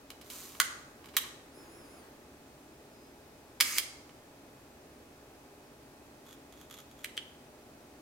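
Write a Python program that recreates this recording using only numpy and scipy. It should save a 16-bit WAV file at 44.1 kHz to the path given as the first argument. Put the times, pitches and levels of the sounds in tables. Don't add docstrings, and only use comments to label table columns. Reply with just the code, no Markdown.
import sys
import numpy as np
from scipy import signal
from scipy.fft import rfft, irfft, next_fast_len
from scipy.io import wavfile
from scipy.ndimage import uniform_filter1d

SR = 44100
rng = np.random.default_rng(int(sys.argv[2]) if len(sys.argv) > 2 else 0)


def log_audio(samples):
    frames = np.atleast_2d(samples).T
    limited = np.clip(frames, -1, 1)
    pcm = np.round(limited * 32767).astype(np.int16)
    wavfile.write(sys.argv[1], SR, pcm)


N = 353241
TIME = np.arange(N) / SR
SIZE = 4096
BINS = np.maximum(np.fft.rfftfreq(SIZE, 1 / SR), 1)

# (frequency [Hz], width [Hz], height above the broadband crack [dB])
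LATCH_MODES = [(1146, 87, 14), (1487, 140, 16.5), (2015, 96, 15.6), (3000, 150, 3.5), (3200, 190, 8.6),
               (4250, 560, 4.9), (6620, 220, 7.6), (8700, 480, 1)]
RETURN_MODES = [(1160, 130, 7.8), (1850, 150, 9.5), (2250, 260, 5.7), (3170, 300, 11.8), (3900, 180, 12.8),
                (5940, 320, 1.1), (7960, 240, 4.1), (13300, 2400, 8.5)]
BLADE_MODES = [(1320, 64, 1), (2215, 210, 11.8), (3220, 230, 10.5), (4200, 280, 2.7), (4970, 400, 10),
               (8740, 260, 4.9), (10150, 370, 2.3), (13250, 200, 1.9)]
DETENT_MODES = [(2100, 540, 12), (2460, 300, 8.3), (3080, 200, 14.6), (3960, 210, 11), (8700, 1400, 6.4),
                (11700, 380, 11), (13600, 600, 3)]
STOP_MODES = [(2050, 510, 5.5), (3090, 140, 23), (3210, 170, 24.6), (4570, 500, 8), (5800, 220, 8.8),
              (8460, 1100, 7.4)]


def from_db(db):
    return 10 ** (np.asarray(db) / 20)


def at_hz(points, hz):
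    f, value = np.transpose(points)
    return np.interp(np.log(np.maximum(hz, 1)), np.log(f), value)


def envelope(rows, attack_s, release_s, sag_db_per_s=0):
    out = np.zeros(N)
    for start, end, db in rows:
        age = np.maximum(TIME - start, 0)
        tail = np.exp(-np.maximum(TIME - end, 0) / release_s)
        out += from_db(db - sag_db_per_s * age) * np.minimum(age / attack_s, 1) * tail
    return out


def rms_one(x):
    return x / np.sqrt(np.mean(x ** 2) + 1e-20)


def drift(per_s):
    knots = rng.standard_normal(int(per_s * N / SR) + 2)
    return rms_one(np.interp(TIME * per_s, np.arange(len(knots)), knots))


def convolve(x, response):
    return signal.fftconvolve(np.atleast_2d(x), response, axes=-1)[:, :N]


def add(out, s, sound):
    start = int(s * SR)
    out[:, start:start + sound.shape[1]] += sound[:, :N - start]


def tone(hz, waver_hz, per_s):
    return np.sqrt(2) * np.sin(2 * np.pi * np.cumsum(hz + waver_hz * drift(per_s)) / SR)


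def noise(spectrum):
    # (frequency [Hz], correlation [ratio])
    likeness = [(60, 1), (150, 0.94), (380, 0.92), (950, 0.43), (2380, 0.18), (5980, -0.16), (15000, -0.39)]
    size = next_fast_len(N)
    hz = np.fft.rfftfreq(size, 1 / SR)
    alike = np.clip(at_hz(likeness, hz), 0, 1)
    mid, side = rfft(rng.standard_normal((2, size)))
    pair = np.sqrt(1 + alike) * mid + np.sqrt(1 - alike) * side * [[1], [-1]]
    pair[1] *= np.exp(-2j * np.pi * hz * .00012)
    return rms_one(irfft(pair * from_db(at_hz(spectrum, hz)), size)[:, :N])


def fan():
    # (frequency [Hz], spectral level [dB])
    air = [(25, -17.5), (60, -3), (100, -7.5), (135, -2.5), (185, -8), (270, -1.5), (350, -2), (480, -6),
           (620, -5.5), (1000, -11.5), (2500, -18), (3000, -20.5), (6000, -22.5), (16000, -28)]
    # (frequency [Hz], level [dB])
    hum_lines = [(77, -74), (239, -71), (280, -68.5), (414.5, -70.5), (603, -72), (839.8, -73), (2546, -80)]
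    hum = sum(from_db(db) * tone(hz, waver_hz=3.424, per_s=25) for hz, db in hum_lines)
    return from_db(-55.5) * noise(air) + hum


def metal(modes, tilt_db, lowest_hz, leak_db=-17):
    # (frequency [Hz], spectral level [dB])
    crack = [(100, -20), (400, 5.5), (800, -5), (1200, 0.5), (2000, 2), (3000, 1), (5000, 0.5), (7000, 1.5),
             (10000, 0), (14000, 0), (15500, -5), (16000, -11)]
    peaks = sum(from_db(db) ** 2 / (1 + (2 * (BINS - hz) / width) ** 2) for hz, width, db in modes)
    bass_db = 10 * np.log10(from_db(leak_db) ** 2 + 1 / (1 + (lowest_hz / BINS) ** 10))
    brightness_db = tilt_db * np.log2(np.maximum(BINS, 800) / 5000)
    spectrum_db = at_hz(crack, BINS) + 10 * np.log10(1 + peaks) + bass_db + brightness_db
    cepstrum = irfft(np.log(from_db(spectrum_db)))
    cepstrum[1:SIZE // 2] *= 2
    cepstrum[SIZE // 2 + 1:] = 0
    return irfft(np.exp(rfft(cepstrum)))


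def chatter(length_s, linger=.24, passes=4):
    age = TIME[:SIZE] / length_s
    shape = np.minimum(8 * age, 1) * (np.exp(-age ** 2) + linger * np.exp(-age / 2))
    burst = rng.standard_normal(SIZE) * shape
    for _ in range(passes):
        burst = irfft(np.exp(1j * np.angle(rfft(burst))))
        burst *= shape / np.sqrt(np.abs(uniform_filter1d(burst ** 2, size=48)) + 1e-12)
    return burst / np.linalg.norm(burst)


def contact(length_s, modes, tilt_db, lowest_hz, spread=0.52, spread_hz=3000):
    highpass = signal.butter(1, spread_hz, "high", fs=SR, output="sos")
    side = signal.sosfilt(highpass, chatter(length_s))
    burst = chatter(length_s) + spread * side * np.array([[1], [-1]])
    return convolve(burst, metal(modes, tilt_db, lowest_hz)[None])[:, :SIZE]


def clicks(hits, lowest_hz):
    out = np.zeros((2, N))
    for s, db, tilt_db, length_s, modes in hits:
        add(out, s, from_db(db) * contact(length_s, modes, tilt_db, lowest_hz))
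    return out


def touches():
    # (frequency [Hz], width [Hz], height [dB])
    linkage_modes = [(1090, 180, 10.5), (2260, 150, 9), (3000, 230, 12), (4000, 170, 11), (4970, 320, 7)]
    # (time [s], level [dB], brightness [dB/octave], clatter [s])
    ticks = [ (0.103, -22, 0, .0036), (.212, -29, 0.5, 0.0093), (.3, -21, 2.5, 0.008),
             (.549, -32, -4, 0.0075), (1.042, -36, -5.5, .0055), (1.0575, -30.5, 0, .0039),
             (1.086, -32.5, -2, .008), (1.136, -29.5, -4.5, 0.031), (1.238, -27, -5.5, .011),
             (4.092, -37, -4, 0.0074), ]
    return clicks([(*tick, linkage_modes) for tick in ticks], lowest_hz=900)


def gear_train(teeth_per_s, modes, tilt_db, jitter, uneven_db, slide):
    teeth = np.cumsum(teeth_per_s * np.abs(1 + jitter * drift(150))) / SR
    force = from_db(uneven_db * rng.standard_normal(N))[teeth.astype(int)]
    friction = force * np.exp(-(teeth % 1) / slide) * rng.standard_normal(N)
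    return rms_one(convolve(friction, contact(0.00075, modes, tilt_db, lowest_hz=950)))


def winding():
    # (frequency [Hz], width [Hz], height [dB])
    modes = [(1100, 100, 10.5), (4000, 330, -5), (6500, 570, 5), (12300, 2000, -2)]
    # (start [s], end [s], level [dB])
    strokes = [(.24, .3, -60), (.303, .46, -50)]
    whir = gear_train(teeth_per_s=179.6, modes=modes, tilt_db=.2, jitter=.043, uneven_db=1.5, slide=.81)
    return envelope(strokes, attack_s=0.0055, release_s=0.15, sag_db_per_s=9) * whir


def shutter_snaps():
    # (time [s], level [dB], brightness [dB/octave], clatter [s], modes)
    strikes = [ (.5999, 2.5, 0.1, 0.0041, LATCH_MODES), (1.1662, -1, 0.2, 0.0071, RETURN_MODES),
               (3.6017, -6.5, -2, 0.0059, BLADE_MODES), (3.6077, 4.5, 0, 0.0041, BLADE_MODES),
               (3.777, -14, -2, .0037, BLADE_MODES), (3.7829, -1, 1.5, 0.0032, BLADE_MODES), ]
    return clicks(strikes, lowest_hz=893)


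def handling():
    # (start [s], end [s], level [dB])
    shifts = [(.95, 1.27, -60), (1.52, 2.07, -56.5)]
    # (frequency [Hz], spectral level [dB])
    leather = [(80, -17), (180, -10), (330, 0), (600, -10.5), (1500, -13.5), (5000, -29)]
    return envelope(shifts, attack_s=0.052, release_s=0.11) * noise(leather)


def squeak(flicker_db=2.5):
    # (start [s], end [s], level [dB])
    span = [(1.51, 2.0, -67)]
    # (multiple of the pitch [ratio], level [dB])
    partials = [(1, -3.5), (1.345, -8), (2.001, -2)]
    top_hz, top_s, bend_hz_per_s2 = 5190, 1.755, 6600
    warble_per_s, depth_hz, crest_s = 5.7, 231, 1.772
    arch = np.maximum(top_hz - bend_hz_per_s2 * (TIME - top_s) ** 2, 0)
    pitch = arch + depth_hz * np.cos(2 * np.pi * warble_per_s * (TIME - crest_s))
    voice = sum(from_db(db + flicker_db * drift(18)) * tone(multiple * pitch, waver_hz=109, per_s=1400)
                for multiple, db in partials)
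    return envelope(span, attack_s=0.06, release_s=.05, sag_db_per_s=5) * voice


def whine():
    # (start [s], end [s], level [dB])
    spans = [(2.89, 3.08, -73.5), (3.27, 3.58, -82.5)]
    return envelope(spans, attack_s=0.045, release_s=.05) * tone(hz=5070, waver_hz=35, per_s=520)


def escapement(swell_db=6, swell_s=0.011):
    # (frequency [Hz], width [Hz], height [dB])
    modes = [(1300, 300, 5), (2130, 330, 11.5), (4950, 270, 10.5), (5700, 330, 3), (7200, 1800, 4.5),
             (11000, 1500, 2)]
    # (start [s], end [s], level [dB])
    run = [(3.612, 3.782, -38.8)]
    time_left = np.maximum(run[0][1] - TIME, 0)
    swell = from_db(swell_db * np.exp(-time_left / swell_s))
    buzz = gear_train(teeth_per_s=372, modes=modes, tilt_db=0.3, jitter=.28, uneven_db=0, slide=0.6)
    return envelope(run, attack_s=.025, release_s=0.00081) * swell * buzz


def lever_scrape(grains_per_s=200, grain_db=3, tilt_db=-2.5, grain_s=0.0023, jerk_s=0.0038):
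    # (frequency [Hz], width [Hz], height [dB])
    modes = [(1150, 500, 7), (3380, 260, 15), (6700, 550, 10), (11800, 900, 11)]
    # (start [s], end [s], level [dB])
    pushes = [(6.245, 6.32, -59), (6.51, 6.67, -68), (6.675, 6.8, -57.5), (6.97, 7.04, -62)]
    # (time [s], level [dB])
    jerks = [(6.328, -34), (6.5243, -36.5), (6.6125, -35.5), (6.71, -29), (6.7396, -30.5), (6.786, -33.5),
             (6.8028, -35), (6.9125, -38.5)]
    catches = (rng.random(N) < grains_per_s / SR) * rng.choice([-1, 1], N)
    grains = catches * from_db(grain_db * rng.standard_normal(N))
    scrape = rms_one(convolve(grains, contact(grain_s, modes, tilt_db, lowest_hz=890)))
    out = envelope(pushes, attack_s=0.024, release_s=.02) * scrape
    for s, db in jerks:
        add(out, s, from_db(db) * contact(jerk_s, modes, tilt_db, lowest_hz=1100))
    return out


def lever_stops():
    # (time [s], level [dB], brightness [dB/octave], clatter [s], modes)
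    stops = [ (7.0426, -28, 1, .0015, DETENT_MODES), (7.0445, -16, -2.5, 0.003, DETENT_MODES),
             (7.1678, -29.5, 1.5, 0.0056, STOP_MODES), (7.1764, -20, -5.5, 0.0022, STOP_MODES), ]
    return clicks(stops, lowest_hz=1510)


def room(x, tail_db=-7.5, build_s=0.0038):
    # (frequency [Hz], time to fall 60 dB [s])
    decay = [(500, 1), (1500, 0.7), (3000, 0.55), (5000, 0.61), (8000, 0.57), (14000, 0.23)]
    # (delay [s], left level [dB], right level [dB])
    echoes = [(.0045, -10, -8.5), (.0100, -14.5, -7.5), (0.015, -32, -7.5), (0.049, -29, -19)]
    t = TIME[:int(.8 * SR)]
    hz = np.fft.rfftfreq(len(t), 1 / SR)
    white = rfft(rng.standard_normal((2, len(t))))
    response = np.zeros((2, len(t)))
    edges = np.geomspace(400, SR / 2, 20)
    for low, high in zip(edges, edges[1:]):
        band = irfft(white * ((hz >= low) & (hz < high)), len(t))
        response += band * from_db(-60 * t / at_hz(decay, np.sqrt(low * high)))
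    response *= np.minimum(t / build_s, 1)
    response *= from_db(tail_db) / np.linalg.norm(response[0])
    for delay, *sides_db in echoes:
        add(response, delay, np.array([from_db(db) * chatter(0.0034) for db in sides_db]))
    return convolve(x, response)


def scene():
    shutter = shutter_snaps() + touches() + winding() + escapement()
    setting = lever_stops() + lever_scrape()
    direct = (shutter + setting) * from_db([[-1.2], [1.2]])
    reverb = room((shutter + from_db(-1.0) * setting).mean(axis=0))
    return direct + reverb + handling() + squeak() + whine() + fan()


def record(dry):
    cutoff_hz = 15900
    return signal.sosfilt(signal.ellip(10, .1, 80, cutoff_hz, fs=SR, output="sos"), dry)


dry = scene()
out = record(dry)
log_audio(out)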